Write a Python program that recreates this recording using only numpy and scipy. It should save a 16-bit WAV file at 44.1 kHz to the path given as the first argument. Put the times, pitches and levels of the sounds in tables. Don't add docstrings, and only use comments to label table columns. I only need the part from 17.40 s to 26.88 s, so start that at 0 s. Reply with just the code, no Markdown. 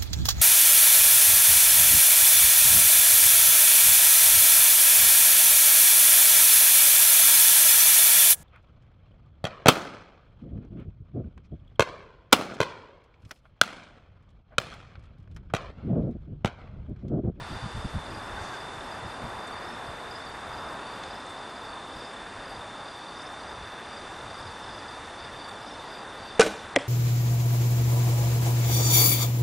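import sys
import numpy as np
from scipy import signal
from scipy.fft import rfft, irfft
from scipy.io import wavfile
from scipy.ndimage import uniform_filter1d

SR = 44100
rng = np.random.default_rng(int(sys.argv[2]) if len(sys.argv) > 2 else 0)


def decibels_to_gain(level_db):
    exponent = np.asarray(level_db, float) / 20
    return 10 ** exponent


def dump(signal):
    limited = np.clip(np.atleast_2d(signal).T, -1, 1)
    pcm = np.round(limited * 32767).astype(np.int16)
    wavfile.write(sys.argv[1], SR, pcm)


N = 418068
T = np.arange(N) / SR

# start_s, level_db
TRAFFIC_SWELL = [(0.0, -42.5), (0.84, -40.5), (1.0, -39.5), (1.24, -40.5), (1.82, -40.5), (2.32, -40),
                 (2.83, -41), (3.19, -40), (4.04, -42), (6.2, -43), (6.97, -42.5), (8.53, -42), (9.48, -43)]
# frequency_hz, density_db (per Hz)
TOWN_SPECTRUM = [(15, -30), (30, -11), (100, -8.5), (260, -5), (500, -4.5), (880, -0.5), (1300, -3.5),
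                 (1800, -6.5), (2150, -13), (3000, -17), (4300, -19.5), (6400, -26.5), (8600, -27.5),
                 (11900, -34)]
# centre_s, peak_db, pitch_hz, half_length_s
BUFFETS = [(.01, -33, 70, 0.032), (0.121, -31.5, 170, 0.045), (.15, -30.5, 80, 0.042),
           (0.256, -27.5, 101, 0.048), (.375, -28, 91, 0.048), (.457, -23.5, 130, .02),
           (0.566, -21, 113, 0.034), (.93, -36, 60.3, 0.076), (1.019, -36, 70, .04),
           (1.65, -34.5, 90.6, 0.048), (1.85, -30, 128, .065), (.72, -36.5, 200, 0.11),
           (2.495, -36, 90, .03), (4.57, -41, 100, 0.0404), (4.98, -41, 80, 0.036)]
# pitch_hz, level_db, stroke_rate_ratio
TRILLERS = [(3615, -6.5, 1.1), (3566, -6, .96), (3632, -8.5, 1.05), (3490, -8.5, 0.81)]
# start_s, level_db
HIGH_INSECT = [(0, -85), (5.3, -82), (5.7, -65.5), (9.48, -69)]
# first_stroke_s, peak_db
LOW_CHIRPS = [(.13, -49), (.255, -56), (1.035, -50), (1.765, -56), (2.08, -49.5), (2.824, -50.5),
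              (3.423, -50), (4.245, -51.5), (5.055, -54), (5.596, -51), (6.15, -57), (6.49, -53),
              (7.029, -53), (7.745, -54), (8.0, -50), (8.789, -48.5)]
MID_CHIRPS = [(.062, -57), (.368, -54), (.917, -55), (1.48, -52), (1.951, -55), (2.43, -58), (3.01, -57),
              (3.098, -52), (3.581, -53), (3.99, -57), (4.08, -55), (4.489, -55), (4.94, -57), (5.041, -53),
              (5.365, -54), (5.47, -50), (5.964, -54.5), (6.19, -57), (6.445, -52.5), (6.82, -57),
              (6.906, -51), (7.445, -51), (8.005, -53), (8.445, -53)]
UPPER_CHIRPS = [(.664, -51), (1.168, -52), (1.665, -54), (2.147, -53), (2.673, -50), (3.205, -54),
                (3.668, -54), (4.17, -55), (4.567, -50), (5.062, -54), (5.72, -52), (6.036, -51),
                (6.535, -53), (6.985, -53), (7.305, -51), (7.765, -54), (8.185, -53), (8.502, -49)]
HIGH_CHIRPS = [(.376, -56), (.79, -59), (1.4, -58), (2.245, -55), (2.72, -58), (3.165, -60), (3.717, -56),
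               (4.55, -55), (5.78, -52), (6.97, -57), (7.197, -54), (7.76, -59), (8.235, -53)]
# chirps, pitch_hz, stroke_gap_s, pitch_fall (share lost through a stroke)
CHIRPERS = [
    (LOW_CHIRPS, 4620, .046, .075),
    (MID_CHIRPS, 4780, .042, .045),
    (UPPER_CHIRPS, 4840, .043, .055),
    (HIGH_CHIRPS, 5240, .044, .035),
]
STROKE_DB = [-3, 2, 2.0, -5]
# start_s, peak_db, start_hz, end_hz, driven_s, t60_s
SQUEAKS = [
    (.965, -37, 1470, 1590, 0.028, .03),
    (1.115, -38, 1715, 1496, .045, .03),
]
# peak_s, peak_db, rise_s, t60_s, centre_hz
HANDLING = [(1.05, -50, .06, .5, 4500), (1.15, -51, 0.023, .15, 4000), (2.075, -50, .004, .06, 8000),
            (3.637, -38, 0.0025, 0.032, 3000), (3.865, -54, .003, .05, 7570), (3.9, -55, .01, .12, 8200),
            (4.735, -56, .003, .08, 8300), (5.82, -50, .003, .06, 6000), (8.09, -51, .003, 0.053, 8020),
            (8.9944, -30, 0.00124, .006, 1300), (8.9975, -28, 0.00089, .02, 6200),
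            (9.0105, -26, .002, .025, 6200)]
# start_s, peak_db, start_hz, end_hz, driven_s, t60_s
BOW_RINGS = [(8.9955, -9, 439, 449, 0.0068, 0.04), (9.004, -18.5, 2000, 3070, 0.0048, 0.0067),
             (9.0105, -18, 1350, 990, 0.0048, 0.014), (9.011, -21, 496, 440, 0.005, 0.044),
             (9.016, -16.5, 1460, 1506, 0.0073, 0.036), (9.026, -29, 1470, 1510, .008, .04),
             (9.006, -22, 655, 604, .01, .06), (9.012, -23, 2350, 2430, 0.0074, 0.032),
             (9.03, -35, 340, 312, 0.042, 0.071), (9.05, -30.5, 617, 557, 0.033, .05)]
TARGET_RINGS = [(9.36095, -5.5, 690, 620, .0011, .005), (9.3612, -11, 2660, 1890, 0.003, 0.0084),
                (9.3665, -15.5, 686, 460, 0.0109, 0.0038), (9.3618, -23, 3360, 3200, 0.0043, 0.0071),
                (9.363, -32, 1200, 990, .002, 0.024), (9.368, -27, 1800, 2040, .004, 0.009),
                (9.374, -34, 2600, 2300, 0.0023, .008), (9.362, -22.5, 340, 270, 0.011, 0.07),
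                (9.362, -43, 83, 107, 0.017, 0.18)]
# peak_s, peak_db, rise_s, t60_s
BOW_CRACKS = [(8.9965, -13, 0.00094, 0.032), (8.9992, -14, 0.00089, 0.018), (9.007, -14, .001, 0.025),
              (9.0102, -15.5, .001, 0.025), (9.017, -13.5, 0.0022, .012), (9.025, -25, 0.0022, 0.13),
              (9.065, -28, .003, 0.086)]
TARGET_CRACKS = [
    (9.3617, -11, 0.00048, 0.011),
    (9.3595, -31, 0.0026, .01),
    (9.388, -34, .002, 0.035),
]
# frequency_hz, density_db (per Hz)
CRACK_SPECTRUM = [(120, -54), (200, -12.5), (455, -9.5), (1170, -11.5), (2390, -12.5), (3900, -19),
                  (8850, -24), (11900, -40), (13000, -85)]
# delay_s, level_db
BOW_ECHO = [(.015, -38), (.03, -15.5), (.05, -25), (.065, -19.5), (.09, -27.5), (.11, -26), (.17, -34),
            (.3, -49)]
TARGET_ECHO = [(.018, -47), (0.025, -19), (.04, -20.5), (.055, -21), (.075, -28), (.1, -34), (.13, -38)]
# frequency_hz, level_db
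ECHO_COLOUR = [(100, 7.5), (500, -4), (2000, -5), (4500, 2), (7000, -3.5), (13000, 1)]
# centre_s, length_s, above_hz
DROPOUTS = [(9.3525, .008, 2100), (9.3795, .006, 3200), (8.99, .003, 2500), (9.0042, .003, 3400),
            (9.0215, .004, 4500), (8.987, .028, 10400), (9.357, .03, 10600)]
# frequency_hz, share_of_frames
APART = [(300, .01), (1500, .01), (2500, .07), (3100, .1), (3700, .35), (4400, .08), (7000, .05),
         (9000, .015), (11500, .07)]


def curve(table):
    start_s, level_db = np.transpose(table)
    return np.interp(T, start_s, level_db)


def colour(x, points):
    hz, db = np.transpose(points)
    f = np.maximum(np.fft.rfftfreq(len(x), 1 / SR), 1)
    gain = decibels_to_gain(np.interp(np.log(f), np.log(hz), db))
    return irfft(rfft(x) * gain, len(x))


def unit(x):
    return x / np.sqrt(np.mean(x ** 2))


def band(n, hz, width_hz):
    f = np.fft.rfftfreq(n, 1 / SR)
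    bell = np.exp(-((f - hz) / width_hz) ** 2)
    return unit(irfft(rfft(rng.standard_normal(n)) * bell, n))


def walk(rate_hz):
    k = int(SR / rate_hz)
    held = np.repeat(rng.standard_normal(N // k + 1), k)
    return unit(uniform_filter1d(uniform_filter1d(held, k), k)[:N])


def add(out, start_s, piece):
    i = max(int(start_s * SR), 0)
    out[i:i + len(piece)] += piece[:N - i]


def burst(rise_s, t60_s):
    t = T[:SR // 2] - 3 * rise_s
    return np.where(t < 0, np.exp(-(t / rise_s) ** 2), decibels_to_gain(-60 * np.maximum(t, 0) / t60_s))


def rings(table, rise_s, rough):
    out, t = np.zeros(N), T[:SR // 4]
    for start_s, peak_db, hz, end_hz, driven_s, t60_s in table:
        pitch_hz = np.interp(t, [0, driven_s], [hz, end_hz])
        phase = 2 * np.pi * np.cumsum(pitch_hz) / SR
        decay = decibels_to_gain(-60 * np.maximum(t - driven_s, 0) / t60_s)
        shape = np.minimum(t / rise_s, 1) * decay
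        waver = rough * band(len(t), 0, 0.14 * hz) * np.minimum(t * hz / 3, 1)
        add(out, start_s, decibels_to_gain(peak_db) * shape * (1 + waver) * np.sin(phase + waver))
    return out


def town():
    f = np.fft.rfftfreq(N, 1 / SR)
    spectrum = rfft(colour(rng.standard_normal(N), TOWN_SPECTRUM))
    reference = irfft(spectrum * (f > 500) * (f < 1600), N)
    spectrum = spectrum / np.sqrt(np.mean(reference ** 2))
    octaves = np.log2(np.maximum(f, 1) / 1000)
    swell_db, out = curve(TRAFFIC_SWELL), 0
    for step in range(-6, 5):
        window = np.cos(np.pi / 2 * np.clip(octaves - step, -1, 1)) ** 2
        part = irfft(spectrum * window, N)
        follow = np.clip(1 - (step - .4) / 1.8, 0, 1)
        level_db = follow * swell_db + (1 - follow) * np.mean(swell_db) + .7 * walk(4)
        out = out + part * decibels_to_gain(level_db)
    return out


def wind():
    calm_db, gust_db, gust_fade_s = -58, 11, 1.34
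    gust = gust_db * np.exp(-T / gust_fade_s)
    level_db = calm_db + gust + 1.2 * walk(3.02) + 3.0 * walk(14)
    out = decibels_to_gain(level_db) * band(N, 82, 60)
    for centre_s, peak_db, hz, half_length_s in BUFFETS:
        n = int(2 * half_length_s * SR)
        flutter = decibels_to_gain(2.5 * band(n, 0, 30))
        lump = np.hanning(n) * band(SR // 4, hz, 1.1 * hz)[:n] * flutter
        lump = lump / np.max(np.abs(lump))
        start_s = centre_s - half_length_s
        already_past = max(int(-start_s * SR), 0)
        add(out, start_s, decibels_to_gain(peak_db) * lump[already_past:])
    return out


def trill():
    level_db, strokes_hz = -51.5, 42.3
    out, rate_hz = 0, strokes_hz * (1 + .03 * walk(3))
    for hz, db, ratio in TRILLERS:
        stroke = np.cumsum(ratio * rate_hz * (1 + 0.02786 * walk(6))) / SR
        throb = (.5 - .5 * np.cos(2 * np.pi * stroke)) * decibels_to_gain(db + 1.35 * walk(9))
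        swing_hz = 35 * np.sin(2 * np.pi * stroke)
        pitch_hz = hz + 18 * walk(12) + 12 * walk(2) + swing_hz
        out = out + throb * np.sin(2 * np.pi * np.cumsum(pitch_hz) / SR)
    return decibels_to_gain(level_db + 0.43 * walk(3)) * unit(out)


def chirps():
    stroke_s, scatter_db, chirp_detune = .019, 1.5, 0.0076
    out, t = np.zeros(N), T[:int(stroke_s * SR)]
    shape = np.sin(np.pi * t / t[-1])
    for table, hz, gap_s, fall in CHIRPERS:
        sag = 2 * np.pi * hz * (t + fall / 2 * (t - t ** 2 / t[-1]))
        chances = rng.standard_normal((len(table), len(STROKE_DB), 5))
        for (first_s, peak_db), chance in zip(table, chances):
            tune = 1 + chirp_detune * chance[0, 4]
            for k, (late, detune, loud, size, _) in enumerate(chance):
                start_s = first_s + k * gap_s - stroke_s / 2
                level_db = peak_db + STROKE_DB[k] + scatter_db * size
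                rasp = 1 + 0.36 * band(len(t), 0, 220)
                add(out, start_s, decibels_to_gain(level_db) * shape * rasp * np.sin(tune * sag))
                answer = shape * np.sin((1 + 0.0306 * detune) * sag)
                add(out, start_s + .016 + .008 * late, decibels_to_gain(level_db - 5.5 + 2.5 * loud) * answer)
    t = T[:SR // 10]
    hedge = rng.standard_normal(len(t)) * decibels_to_gain(-33 - 60 * t / .12)
    chorus = decibels_to_gain(-67.5 + 3 * walk(25)) * band(N, 4700, 380)
    chorus += decibels_to_gain(-68) * band(N, 8520, 330)
    chorus += decibels_to_gain(curve(HIGH_INSECT)) * band(N, 5870, 300)
    chorus += decibels_to_gain(-65.5) * band(N, 2670, 130)
    return out + signal.oaconvolve(out, hedge)[:N] + chorus


def handling():
    shaft_top_hz = 9600
    out = rings(SQUEAKS, .012, rough=.05)
    for peak_s, peak_db, rise_s, t60_s, hz in HANDLING:
        width_hz = min(0.99 * max(shaft_top_hz - hz, 500), 1.1 * hz)
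        scrape = band(SR // 2, hz, width_hz)
        add(out, peak_s - 3 * rise_s, decibels_to_gain(peak_db) * burst(rise_s, t60_s) * scrape)
    return out


def blow(ring_table, crack_table, echo_table, rough):
    out, t = rings(ring_table, 0.00051, rough), T[:SR // 2]
    for peak_s, peak_db, rise_s, t60_s in crack_table:
        noise = unit(colour(rng.standard_normal(len(t)), CRACK_SPECTRUM))
        add(out, peak_s - 3 * rise_s, decibels_to_gain(peak_db) * burst(rise_s, t60_s) * noise)
    delay_s, level_db = np.transpose(echo_table)
    echo = decibels_to_gain(np.interp(t, delay_s, level_db, left=-99, right=-99))
    scatter = colour(rng.standard_normal(len(t)) * echo, ECHO_COLOUR) * decibels_to_gain(-26.5)
    return out + signal.oaconvolve(out, scatter)[:N]


def scene():
    duck = decibels_to_gain(-2.5 * (T > 9.0))
    garden = town() + wind() + duck * (trill() + chirps())
    bow = blow(BOW_RINGS, BOW_CRACKS, BOW_ECHO, rough=0.35)
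    target = -blow(TARGET_RINGS, TARGET_CRACKS, TARGET_ECHO, rough=0.14)
    mid = garden + handling() + bow + target
    return np.array([mid, mid])


def treble_gaps(mid):
    above_hz, usual_share, after_blow = 4200, .006, 5
    f, t, frames = signal.stft(mid, SR, nperseg=256)
    bands = (f // 1400).astype(int)
    loud = np.interp(t, T, uniform_filter1d(np.abs(mid), size=4096))
    share = usual_share + np.clip(after_blow * (loud - .012), 0, .1)
    quiet_now = np.interp(t, T, uniform_filter1d(np.abs(mid), size=1024)) < .03
    chance = np.repeat(rng.random((bands[-1] + 1, len(t) // 3 + 1)), 3, axis=1)
    empty = chance[bands, :len(t)] < share * quiet_now
    kept = ~(empty & (f > above_hz)[:, None])
    return signal.istft(frames * kept, SR, nperseg=256)[1][:N]


def drop_treble(mid):
    for centre_s, length_s, hz in DROPOUTS:
        near = slice(int((centre_s - .05) * SR), int((centre_s + .05) * SR))
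        treble = colour(mid[near], [(.9 * hz, -80), (hz, 0)])
        mid[near] -= treble * np.exp(-((T[near] - centre_s) / (length_s / 2)) ** 6)
    return mid


def limit_band(mid):
    edge_hz, top_hz = 11200, 11900
    f, spectrum = np.fft.rfftfreq(N, 1 / SR), rfft(mid)
    top = irfft(spectrum * (f >= edge_hz) * (f < top_hz), N)
    swell_db = curve(TRAFFIC_SWELL)
    busy = swell_db - np.mean(swell_db) + 30 * uniform_filter1d(np.abs(mid), size=1024)
    kept = uniform_filter1d(1. * (walk(45) + .8 * busy > .55), size=512)
    return irfft(spectrum * (f < edge_hz), N) + kept * top


def high_band():
    start_s, end_s, hold_s, fade_db_per_s = 9.028, 9.14, .045, 220
    fade_db = fade_db_per_s * np.clip(T - start_s - hold_s, 0, 1)
    gate = uniform_filter1d(1. * (T > start_s) * (T < end_s), size=512)
    return gate * decibels_to_gain(-60 - fade_db) * band(N, 12900, 600)


def apart(mid, db):
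    f, _, frames = signal.stft(mid, SR, nperseg=2048)
    bands = (f // 600).astype(int)
    share = np.interp(f, *np.transpose(APART))[:, None]
    chosen = rng.random((bands[-1] + 1, frames.shape[1]))[bands] < share
    turn = np.exp(2j * np.pi * rng.random(frames.shape))
    return decibels_to_gain(db) * signal.istft(frames * chosen * turn, SR, nperseg=2048)[1][:N]


def band_limit(x):
    return signal.sosfilt(signal.butter(12, 13800, fs=SR, output="sos"), x)


def record(dry):
    mid = treble_gaps(2 * np.tanh(dry[0] / 2))
    mid = limit_band(drop_treble(mid)) + high_band()
    side = apart(mid, db=-12.5)
    return band_limit(np.array([mid + side, mid - side]))


dry = scene()
out = record(dry)
dump(out)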